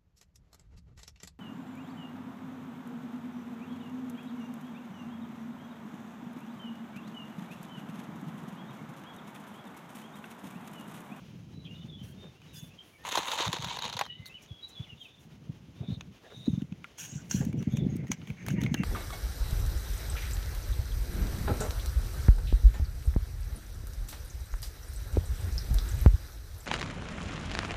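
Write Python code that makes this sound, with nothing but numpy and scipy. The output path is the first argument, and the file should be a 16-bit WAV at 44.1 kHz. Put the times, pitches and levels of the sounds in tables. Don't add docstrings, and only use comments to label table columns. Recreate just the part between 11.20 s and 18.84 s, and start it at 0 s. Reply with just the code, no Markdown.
import sys
import numpy as np
from scipy import signal
from scipy.fft import rfft, irfft, next_fast_len
from scipy.io import wavfile

SR = 44100
rng = np.random.default_rng(int(sys.argv[2]) if len(sys.argv) > 2 else 0)


def how_loud(loudness_db):
    steps = np.asarray(loudness_db, float) / 20
    return 10 ** steps


def transcribe(signal):
    frames = np.atleast_2d(signal).T
    limited = np.clip(frames, -1, 1)
    pcm = np.round(limited * 32767).astype(np.int16)
    wavfile.write(sys.argv[1], SR, pcm)


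N = 336924

# time_s, rumble_db
BREEZE = [(0, -49.5), (.45, -44.5), (1.05, -49), (1.45, -54), (2.1, -58.5), (2.9, -54), (3.4, -66),
          (3.95, -60.5), (4.15, -49.5), (4.9, -50.5), (5.6, -48.5), (5.9, -54), (6.25, -34), (6.6, -30.5),
          (7.05, -42.5), (7.35, -31.5), (7.64, -38)]
# time_s, peak_db, pitch_hz
THUMPS = [(4.611, -28.5, 132), (4.688, -28, 194), (4.706, -23.5, 184), (4.724, -23, 137), (5.282, -14, 238),
          (5.336, -18.5, 160), (5.38, -22.5, 193), (5.424, -22, 220), (5.525, -26, 175.5),
          (5.959, -27, 157.2), (6.148, -17.5, 197), (6.208, -18.5, 204), (6.27, -20, 212),
          (6.345, -17.5, 211), (6.475, -17, 208), (6.54, -19, 154), (6.587, -24, 176), (6.628, -20, 194),
          (6.667, -19, 240), (6.727, -21.5, 180), (6.758, -24, 240), (6.904, -22.5, 240),
          (7.103, -24.5, 169), (7.314, -19.5, 173), (7.342, -20.5, 190), (7.385, -21, 195),
          (7.427, -24.5, 188), (7.52, -16.5, 177), (7.546, -22, 257), (7.602, -17.5, 191)]
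# time_s, peak_db, pitch_hz
PUFFS = [(.377, -34, 190), (.647, -35, 167), (.818, -36, 200), (1.433, -36, 135), (2.271, -32, 109),
         (2.29, -28.5, 165), (2.397, -34.5, 146), (2.435, -35, 127), (2.657, -40, 181), (2.466, -32.5, 162),
         (2.756, -38.5, 140), (2.999, -36.5, 124), (3.315, -35, 111.5), (3.604, -30, 136),
         (3.728, -41.5, 130), (4.297, -28, 140), (4.774, -33, 145), (5.93, -32.5, 136)]
# time_s, peak_db
BUMPS = [
    (1.977, -28.5),
    (1.99, -29.5),
    (2.205, -30.5),
    (2.339, -30.5),
]
# middle_s, half_length_s, depth_db
LULLS = [(1.198, 0.08, -7.5), (1.688, 0.11, -26), (2.296, 0.039, -3), (5.035, 0.1, -21.5),
         (5.402, 0.1, -10), (5.728, 0.076, -24), (6.456, 0.017, -13), (6.502, 0.015, -21),
         (7.168, 0.064, -10.5), (6.881, 0.013, -9), (7.055, 0.014, -9), (6.971, .015, -7.5)]
# pitch_hz, level_db_per_hz
RUMBLE_COLOUR = [(15, -63), (25, -43), (59, -8), (162, 1.5), (316, -14), (349, -16.5), (700, -32.5),
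                 (910, -40.5), (1540, -120)]

# time_s, pressure_db
SCRAPE = [(1.84, -46), (1.885, -38), (1.98, -35), (2.05, -43), (2.19, -33), (2.3, -42), (2.58, -47.5),
          (2.66, -43.5), (2.86, -56.5)]
# middle_s, half_length_s, change_db
LEANS = [(1.89, 0.013, 3), (1.905, 0.0082, -7.5), (1.946, 0.019, 0.5), (2.012, 0.016, -2.5),
         (2.108, 0.006, -4), (2.62, .006, 1), (2.145, 0.0097, 2), (2.161, .01, -3.5), (2.222, 0.013, 3.5),
         (2.307, .015, -3), (2.4, .012, -4), (2.515, 0.016, 1.5), (2.562, 0.011, 9.5), (2.58, .005, -1),
         (2.718, 0.0074, -7.5), (2.762, 0.0069, -7), (2.774, 0.0094, 10.5), (2.806, 0.0056, 10)]
# time_s, peak_db, bright_edge_db (relative)
SNAGS = [(1.85, -26, -12), (1.921, -39.5, 19), (1.954, -25, 6), (1.973, -14, -9), (1.984, -27.5, -2),
         (2.097, -46, 11), (2.116, -25.5, 5), (2.137, -39, 2), (2.185, -38, 14), (2.233, -21, -15),
         (2.271, -27, -11), (2.329, -23, 6), (2.362, -29, -19), (2.444, -26, 0), (2.588, -29.5, 2),
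         (2.621, -30.5, 4.5), (2.641, -27, -1), (2.727, -33.5, 5), (2.767, -32.5, 5), (2.791, -22.5, -3),
         (2.811, -15, -14.5), (2.863, -35.5, -4)]
# time_s, peak_db, bright_edge_db (relative)
TICKS = [(2.251, -26, -10), (2.279, -20.5, 3.5), (2.385, -28, -5), (2.423, -29.5, 4.5), (2.465, -34, -8),
         (2.487, -34, 5), (2.498, -34, 7), (2.542, -28, -9), (2.571, -19, -12), (2.653, -26.5, 1),
         (2.68, -38, 3), (2.691, -28.5, -1), (2.698, -28, 3), (2.738, -35, 2), (2.837, -35, -1),
         (2.853, -35, -1)]
# pitch_hz, level_db_per_hz
SCRAPE_COLOUR = [(150, -60), (250, -7.5), (325, -13), (510, -4), (690, -7), (960, 4.5), (1310, -7),
                 (1910, -7.5), (2700, -7), (3400, -6.5), (3770, 1), (4990, -21.5), (6470, -14),
                 (8400, -26.5), (10300, -25), (16000, -33)]

# middle_s, half_length_s, grit_db, top_db (relative), dull_db (relative)
SCUFFS = [(0.876, 0.047, -66.5, 2, 6), (1.727, 0.1, -83.5, 11, -7), (1.373, 0.04, -57, 0.5, -1.5),
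          (1.46, 0.039, -70, 3.5, 1), (3.072, 0.014, -55.5, -0.5, -13), (3.235, 0.016, -59, -7, -28),
          (3.495, 0.016, -62.5, -2.5, -28), (4.03, .04, -75, 1, 0), (3.845, 0.049, -70.5, -2.5, -12),
          (4.726, 0.032, -76, -4, 0), (5.294, 0.17, -70, -6, -29), (5.828, 0.046, -44.5, -8, -4.5),
          (5.946, 0.06, -51.5, -18, -10.5), (6.154, 0.054, -46, -7.5, -3), (6.254, 0.052, -59.5, -10, -1),
          (6.423, 0.054, -66, -8, 4.5), (6.926, 0.019, -49.5, -14, -0.5), (7.303, 0.036, -57.5, -3, 3),
          (7.43, 0.027, -63.5, 0, 10), (7.463, .012, -71, 2, 0), (7.588, 0.07, -70.5, 0.5, 5),
          (6.082, 0.043, -69.5, -2, -4), (7.096, 0.03, -68, -3, 6), (6.578, 0.021, -62, -7, -3),
          (6.885, .012, -70, -4, 2)]
# time_s, peak_db, low_ring_hz, bright_db (relative), top_db (relative)
PEBBLES = [(1.217, -49, 2480, -13, -13), (3.057, -41, 3900, -11, -8), (4.808, -36, 3600, -13, -21),
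           (5.783, -42.5, 1000, -7, -1), (6.21, -41, 1500, -10, -15), (6.758, -55, 2000, -5, 3),
           (6.881, -45, 1900, -8, -7), (6.929, -48, 2000, -5, 3), (7.024, -50, 1200, -20, -30),
           (7.083, -48, 2200, -12, -8), (7.407, -53, 2000, 3, -3), (3.26, -50.5, 2930, -6, -28),
           (4.809, -33.5, 2480, -8, -32), (5.419, -43, 2730, -12, -12), (5.523, -45.5, 2520, -13, -25),
           (5.643, -30.5, 1390, -46.5, -23), (6.111, -28.5, 1600, 7.5, -23), (6.25, -50, 902, 7, 11.5),
           (6.328, -44.5, 2300, -12, -7), (6.426, -41.5, 1780, -8, -2), (6.57, -35, 2480, -1.5, -3),
           (6.766, -48, 2070, -3, 10), (6.869, -43, 1880, -10, -12), (6.916, -24.5, 2140, 3, -3.5),
           (7.016, -42, 2280, -26, -36), (7.073, -41.5, 1930, -15, -11), (7.102, -33.5, 2230, -42, -14),
           (7.264, -35, 1480, -7, -2), (7.284, -24, 2240, -14.5, -6.5), (7.304, -34.5, 1580, -4, -29),
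           (7.415, -35.5, 3500, -0.5, -4), (7.435, -32, 3600, -6, -3), (7.463, -25.5, 2080, -34, -41),
           (7.542, -23, 2900, -4, -8.5), (7.546, -27, 1510, -30, -30), (7.634, -23, 1100, -30, -17)]
# pitch_hz, width_hz, level_db
GRIT = [(5910, 420, -7.5), (6520, 390, -6), (7160, 350, -10), (8920, 660, -24.5)]
# pitch_hz, width_hz, level_db
DIRT = [(1000, 400, -9), (1570, 280, -1), (2800, 600, 1.5), (4300, 400, -8)]

# time_s, rustle_db
RUSTLE = [(4.3, -104), (5.3, -79), (5.9, -71.5), (6.5, -65), (7.0, -63.5), (7.2, -60.5), (7.64, -50)]
# middle_s, half_length_s, level_db
GRIPS = [(1.051, 0.025, -53), (4.635, 0.046, -59), (4.72, 0.03, -58.5), (5.127, 0.027, -54.5),
         (5.046, 0.017, -57), (5.268, 0.0069, -51), (6.226, 0.013, -43.5), (6.703, 0.047, -64),
         (6.847, 0.014, -50)]
# start_s, length_s, level_db, whistle_hz,
# rising_share (of the length)
NARROW_HISSES = [(0.447, 0.057, -48.5, 3270, 0.26), (0.546, 0.23, -56.5, 3610, 0.067),
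                 (2.885, 0.35, -62, 3770, 0.12), (3.055, 0.026, -45.5, 4400, 0.29),
                 (3.057, 0.035, -46.5, 3890, 0.21), (3.772, 0.26, -56.5, 3620, 0.27),
                 (4.551, 0.218, -48.5, 3700, 0.84), (5.058, 0.37, -52, 3720, 0.4),
                 (6.507, 0.16, -51.5, 3520, 0.395),
                 (4.70, 0.062, -52, 4150, 0.59), (5.245, 0.039, -41.5, 3900, 0.61),
           (4.56, 0.174, -64, 2450, 0.507), (5.16, .035, -62, 6200, .5), (5.25, 0.032, -56.5, 6700, .5),
           (5.29, 0.12, -65, 6300, .3), (5.11, .22, -72, 9200, .7), (4.71, .05, -71, 8600, .5),
           (6.515, 0.032, -61, 11600, 0.52), (6.375, 0.037, -58, 6000, .5), (6.695, .1, -59.5, 6550, 0.09),
           (6.5, 0.098, -57, 6500, .2), (5.045, 0.039, -52, 1800, .5), (6.4, 0.034, -60, 1400, .5),
           (1.352, 0.04, -50, 5000, .4), (1.385, .03, -59, 6600, .5), (5.83, .04, -55, 2400, .4),
           (5.4, 0.025, -59, 1500, 0.52), (1.8, .045, -70, 11400, .5), (1.655, .045, -70, 9700, .5),
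           (1.75, .03, -72, 10000, 0.49), (6.5, 0.043, -66, 1600, .5), (5.925, .03, -62, 3900, 0.62),
           (6.125, 0.059, -49, 4300, .3), (5.78, 0.042, -47.5, 3250, 0.29), (2.975, .04, -57, 3800, 0.31),
           (5.055, 0.034, -46.5, 700, 0.49), (7.485, 0.028, -52, 860, .6), (6.13, 0.037, -51, 2600, .4),
           (1, .05, -60, 3200, 0.51), (5.97, 0.051, -54, 1550, 0.49), (5.795, 0.074, -51, 2500, 0.32),
           (4.63, .014, -41, 600, .2), (5.1, .04, -57.5, 1450, 0.49), (.455, 0.039, -55, 2600, 0.52),
           (7.33, 0.046, -52, 2250, 0.49)]

# start_s, length_s, pitch_hz, level_db
HELD_NOTES = [(0.711, 0.07, 3390, -56), (1.338, 0.12, 3460, -55), (1.577, 0.044, 3160, -52),
              (1.735, 0.04, 2264, -58), (2.87, 0.1, 2940, -48.5), (3.285, 0.1, 3330, -53.5),
              (3.5, 0.06, 3960, -60.5), (3.548, 0.097, 3394, -47), (3.138, 0.028, 2940, -43.5),
              (7.568, 0.024, 2720, -45), (7.451, 0.019, 2120, -48)]
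# start_s, length_s, from_hz, to_hz, level_db
SLIDES = [(0.325, 0.15, 3980, 3940, -65.5), (0.482, 0.16, 2760, 3010, -55.5),
          (0.69, 0.024, 3650, 3450, -53), (0.777, 0.17, 3065, 3220, -63.5), (0.979, 0.12, 3640, 3650, -58),
          (1.142, .075, 2600, 3000, -63.5), (1.21, 0.063, 2980, 2870, -65.5),
          (1.277, 0.072, 3850, 3730, -61.5), (1.49, 0.095, 2390, 3070, -66),
          (1.795, 0.042, 1770, 1850, -60), (2.488, .05, 2210, 2300, -43), (2.87, 0.15, 1876, 2070, -64),
          (3.01, 0.11, 2060, 2045, -61.5), (2.835, 0.036, 3250, 3080, -52),
          (3.102, 0.034, 2605, 2764, -49.5), (3.172, .03, 2800, 2200, -61), (3.2, .03, 2380, 2340, -61.5),
          (3.419, 0.043, 3850, 3940, -50.5), (3.693, 0.047, 2920, 2730, -47.5),
          (3.636, 0.02, 3700, 2310, -49), (3.659, 0.028, 2480, 1840, -59), (3.804, 0.055, 3280, 3010, -52),
          (3.84, 0.042, 2870, 2350, -54), (3.08, .022, 3400, 2800, -70), (3.274, .03, 3800, 3400, -64),
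          (3.385, .04, 3370, 3330, -62), (0.453, 0.023, 3650, 2750, -52), (7.375, .04, 2810, 2850, -63),
          (7.375, .04, 1890, 1900, -58), (7.378, .04, 950, 950, -61), (7.486, .045, 2250, 2140, -61),
          (7.599, .04, 2740, 2650, -52), (7.185, 0.046, 1940, 2290, -64)]
# pitch_hz, level_db_per_hz
AIR_COLOUR = [(24, -52), (40, -6), (81, 0), (167, -6), (290, -6.5), (1120, -15.5), (1720, -18.5),
              (2980, -14.5), (4460, -23), (6490, -22.5), (7930, -35), (10200, -33), (16000, -36.5)]


def rms_one(x):
    return x / np.sqrt(np.mean(x ** 2) + 1e-20)


def in_time(rows, fade=0.012):
    s, *columns = np.transpose(rows)
    t = np.arange(N) / SR
    gate = np.clip(np.minimum(t - s[0], s[-1] - t) / fade + .5, 0, 1)
    return [gate] + [np.interp(t, s, column) for column in columns]


def coloured(x, points):
    hz, level_db = np.transpose(points)
    size = next_fast_len(N)
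    grid = np.arange(size // 2 + 1) * SR / size + 1
    gain = how_loud(np.interp(np.log(grid), np.log(hz), level_db, left=-90, right=-90))
    return rms_one(irfft(rfft(x, size) * gain, size)[:N])


def band(x, low_hz, high_hz):
    sos = signal.butter(2, [low_hz, min(high_hz, .45 * SR)], "band", fs=SR, output="sos")
    return signal.sosfilt(sos, x)


def resonance(x, hz, width_hz):
    r = np.exp(-np.pi * width_hz / SR)
    ring = [1, -2 * r * np.cos(2 * np.pi * hz / SR), r * r]
    return signal.lfilter(np.array([1, 0, -1]) * (1 - r * r) / 2, ring, x)


def modes(x, table):
    return sum((-1) ** k * how_loud(level_db) * resonance(x, hz, width_hz)
               for k, (hz, width_hz, level_db) in enumerate(table))


def drift(rate_hz):
    r = np.exp(-2 * np.pi * rate_hz / SR)
    slow = signal.lfilter([1], [1, -2 * r, r * r], rng.standard_normal(N + SR))
    return 2 * np.tanh(rms_one(slow[SR:]) / 2)


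def grains(per_s, spread_db):
    sizes = how_loud(spread_db * np.minimum(rng.exponential(1, N), 5)) * rng.choice([-1, 1], N)
    return sizes * (rng.random(N) < per_s / SR)


def knock(draw, part, t60, rise=0.0003):
    t = np.arange(len(draw)) / SR
    decay = how_loud(-60 * t / t60) + 3.5 * how_loud(-60 * t / (0.17 * t60))
    sound = part(draw * (1 - np.exp(-t / rise)) * decay)
    return sound / np.abs(sound).max()


def swell(s, half):
    near = slice(max(round((s - 2 * half) * SR), 0), round((s + 3 * half) * SR))
    away = (np.arange(N)[near] / SR - s) / half
    return near, np.where(away < 0, np.exp(-away ** 8), np.exp(-away ** 2))


def add(out, s, piece):
    i = max(round(s * SR), 0)
    out[i:i + len(piece)] += piece[:N - i]


def breeze():
    gate, level_db = in_time(BREEZE)
    t = np.arange(N) / SR
    level_db = level_db + sum(depth_db * np.exp(-((t - s) / half) ** 4) for s, half, depth_db in LULLS)
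    rebounds = [(s + 0.01905, peak_db - 15, 160) for s, peak_db, hz in THUMPS]
    bumps = [(s, peak_db, 400) for s, peak_db in BUMPS]
    pops = PUFFS + THUMPS + rebounds + bumps
    eddies = np.zeros(N)
    for (s, peak_db, hz), turn in zip(pops, rng.random(len(pops))):
        cycles = np.arange(-2, 4, hz / SR)
        sweep = cycles - 0.13 * cycles ** 2
        envelope = np.exp(-(cycles / np.where(cycles < 0, .7, 1.1)) ** 2)
        add(eddies, s - 2 / hz, how_loud(peak_db - 0.22) * envelope * np.cos(2 * np.pi * (sweep + turn)))
    fading = np.exp(-1 / (0.0075 * SR))
    wake = signal.lfilter([1 - fading], [1, -fading], np.abs(eddies))
    rumble = coloured(rng.standard_normal(N) * how_loud(3.0 * drift(25)), RUMBLE_COLOUR)
    return eddies + (how_loud(level_db - 1.0) + 0.43 * wake) * rumble


def scrape():
    gate, low_db = in_time(SCRAPE)
    since_start = np.arange(N) / SR - SCRAPE[0][0]
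    for s, half, change_db in LEANS:
        low_db = low_db + change_db * np.exp(-((np.arange(N) / SR - s) / half) ** 2)
    bright_db = -1.5 + 3 * since_start
    slips = grains(3000 * how_loud(3.4 * drift(60)), spread_db=3.3) * how_loud(1.6 * drift(38))
    body = coloured(slips, SCRAPE_COLOUR)
    body = body + modes(body, [(944, 190, -6.5), (3850, 320, 4.5), (6560, 570, -9)])
    edges_hz = [200, 450, 700, 1200, 1800, 2600, 3300, 5000, 8000, 17000]
    parts = [(-1) ** k * band(body, low_hz, high_hz) * how_loud(2.6 * drift(30))
             for k, (low_hz, high_hz) in enumerate(zip(edges_hz, edges_hz[1:]))]
    parts[-1] = parts[-1] * how_loud(5 - 15 * np.clip(since_start, 0, 1))
    low, bright = rms_one(sum(parts[:5])), rms_one(sum(parts[5:]))
    return gate * how_loud(low_db) * (low + how_loud(bright_db) * bright) + scrape_cracks()


def scrape_cracks():
    out = np.zeros(N)
    for table, t60, rise, trim_db in [(SNAGS, .04, .0009, -1.5), (TICKS, .014, .0003, -6)]:
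        for (s, peak_db, edge_db), draw in zip(table, rng.standard_normal((len(table), 1500))):
            shift = 1 + 0.067 * np.tanh(draw[0])
            hollow_modes = [(468, 150, -3), (950 * shift, 220, 9.5), (2200 / shift, 1600, -5.5)]
            edge_modes = [(3800 / shift, 330, 13.0), (6600 * shift, 520, 2.5), (10200, 2800, -12.0)]
            hollow = knock(draw, lambda x: modes(x, hollow_modes), t60, rise)
            edge = knock(draw, lambda x: modes(x, edge_modes), t60, rise)
            add(out, s, how_loud(peak_db + trim_db) * (hollow + how_loud(edge_db) * edge))
    return out


def soles():
    grit = grains(14000, spread_db=2.0) * how_loud(1.5 * drift(25))
    bright = rms_one(sum(resonance(modes(grit, [mode]), mode[0], 610) * how_loud(3.6 * drift(25))
                         for mode in GRIT))
    dull = rms_one(sum(resonance(modes(grit, [mode]), mode[0], 900) * how_loud(2.5 * drift(25))
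                       for mode in DIRT))
    top = rms_one(band(grit, 9000, 15700) + resonance(grit, 10200, 1000))
    out = np.zeros(N)
    for s, half, grit_db, top_db, dull_db in SCUFFS:
        near, window = swell(s, half)
        mix = bright[near] + how_loud(top_db) * top[near] + how_loud(dull_db) * dull[near]
        out[near] += window * how_loud(grit_db) * mix
    return out


def pebbles():
    out = np.zeros(N)
    for (s, peak_db, hz, bright_db, top_db), draw in zip(PEBBLES, rng.standard_normal((len(PEBBLES), 1200))):
        def stone_part(x):
            ring = resonance(resonance(x, hz, 350), hz, 680)
            return ring + 0.33 * band(band(x, 550, 2870), 460, 4150)

        stone = knock(draw, stone_part, 0.04, rise=0.0002)
        chip = knock(draw, lambda x: band(modes(x, GRIT), 5000, 6750), 0.015, rise=0.00079)
        spark = knock(draw, lambda x: band(band(x, 4200, 15700), 6100, 22000), 0.02, rise=0.00035)
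        add(out, s, how_loud(peak_db + 0.5) * (stone + how_loud(bright_db) * chip + how_loud(top_db) * spark))
    return out


def weeds():
    gate, dull_db = in_time(RUSTLE, fade=0.07)
    brush = grains(8700, spread_db=3.0)
    bright_patches, dull_patches = how_loud(5.0 * drift(14)), how_loud(4.0 * drift(14))
    bright = rms_one(band(resonance(brush, 6330, 220), 3800, 11000)) * how_loud(dull_db - 13) * bright_patches
    dull = rms_one(band(resonance(brush, 2190, 340), 860, 2300)) * how_loud(dull_db) * dull_patches
    return gate * (bright + dull)


def grip():
    housing = [(425, 120, 2.0), (650, 630, -9.5), (1600, 680, -15.0)]
    rub = rms_one(modes(grains(7000, spread_db=5.0), housing))
    out = np.zeros(N)
    for s, half, level_db in GRIPS:
        near, window = swell(s, half)
        out[near] += window * how_loud(level_db) * rub[near]
    return out


def cloth():
    low_pass = signal.butter(2, 135, fs=SR, output="sos")
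    noise = signal.sosfilt(low_pass, rng.standard_normal((2, N))) * how_loud(2.6 * drift(26))
    narrow = rms_one(noise[0]) + 1j * rms_one(noise[1])
    out = np.zeros(N)
    for s, long, top_db, hz, rise in NARROW_HISSES:
        near = slice(round((s - .02) * SR), round((s + long + .02) * SR))
        t = np.arange(N)[near] / SR - s
        peak_s = long * np.clip(rise, .01, .99)
        level_db = -20 * np.interp(t, [0, peak_s, long], [rise, 0, 1 - rise])
        gate = np.clip(np.minimum(t, long - t) / 0.014 + .5, 0, 1)
        phase = 2 * np.pi * np.cumsum(hz + 8 * level_db) / SR
        whistle = (narrow[near] * np.exp(1j * phase)).real * np.sqrt(2)
        out[near] += gate * how_loud(top_db + level_db - 6.0) * whistle
    return out


def note_shapes():
    dip, slide_edge_db = 0.028, -3.5
    notes = []
    for s, long, hz, db in HELD_NOTES:
        notes.append([(s, hz * (1 + dip), db - 12),
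                      (s + 0.29 * long, hz, db),
                      (s + long, hz * (1 + dip * 0.3), db - 4)])
    for s, long, hz, end_hz, db in SLIDES:
        notes.append([(s, hz, db + slide_edge_db),
                      (s + long / 4, hz + (end_hz - hz) / 4, db),
                      (s + long, end_hz, db + 2 * slide_edge_db)])
    return notes


def warbler():
    song, waver, flutter = np.zeros(N), drift(47.0), drift(136)
    for rows in note_shapes():
        gate, hz, level_db = in_time(rows, fade=0.029)
        phase = 2 * np.pi * np.cumsum(hz * (1 + 0.006 * waver)) / SR
        song += gate * how_loud(level_db + 2.5 + 4.3 * flutter) * np.sin(phase)
    t = np.arange(SR // 3) / SR
    trees = rng.standard_normal(len(t)) * how_loud(-60 * t / 0.36) * (t > .008)
    song = song * how_loud(4.0 * drift(22))
    return song + how_loud(-41) * signal.fftconvolve(song * (.4 + flutter), trees)[:N]


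def air():
    return how_loud(-61 + 2.58 * drift(8.0)) * coloured(rng.standard_normal(N), AIR_COLOUR)


def scene():
    near_sounds = breeze() + scrape() + soles() + pebbles() + weeds() + grip() + cloth()
    return (near_sounds + warbler() + air())[None]


def top_cut(x):
    return signal.sosfilt(signal.butter(12, 16950, fs=SR, output="sos"), x)


def record(dry):
    x = signal.sosfilt(signal.butter(4, 45, "high", fs=SR, output="sos"), dry)
    x = signal.sosfilt(signal.cheby2(12, 60, 17000, fs=SR, output="sos"), x)
    return top_cut(x)


dry = scene()
out = record(dry)
transcribe(out)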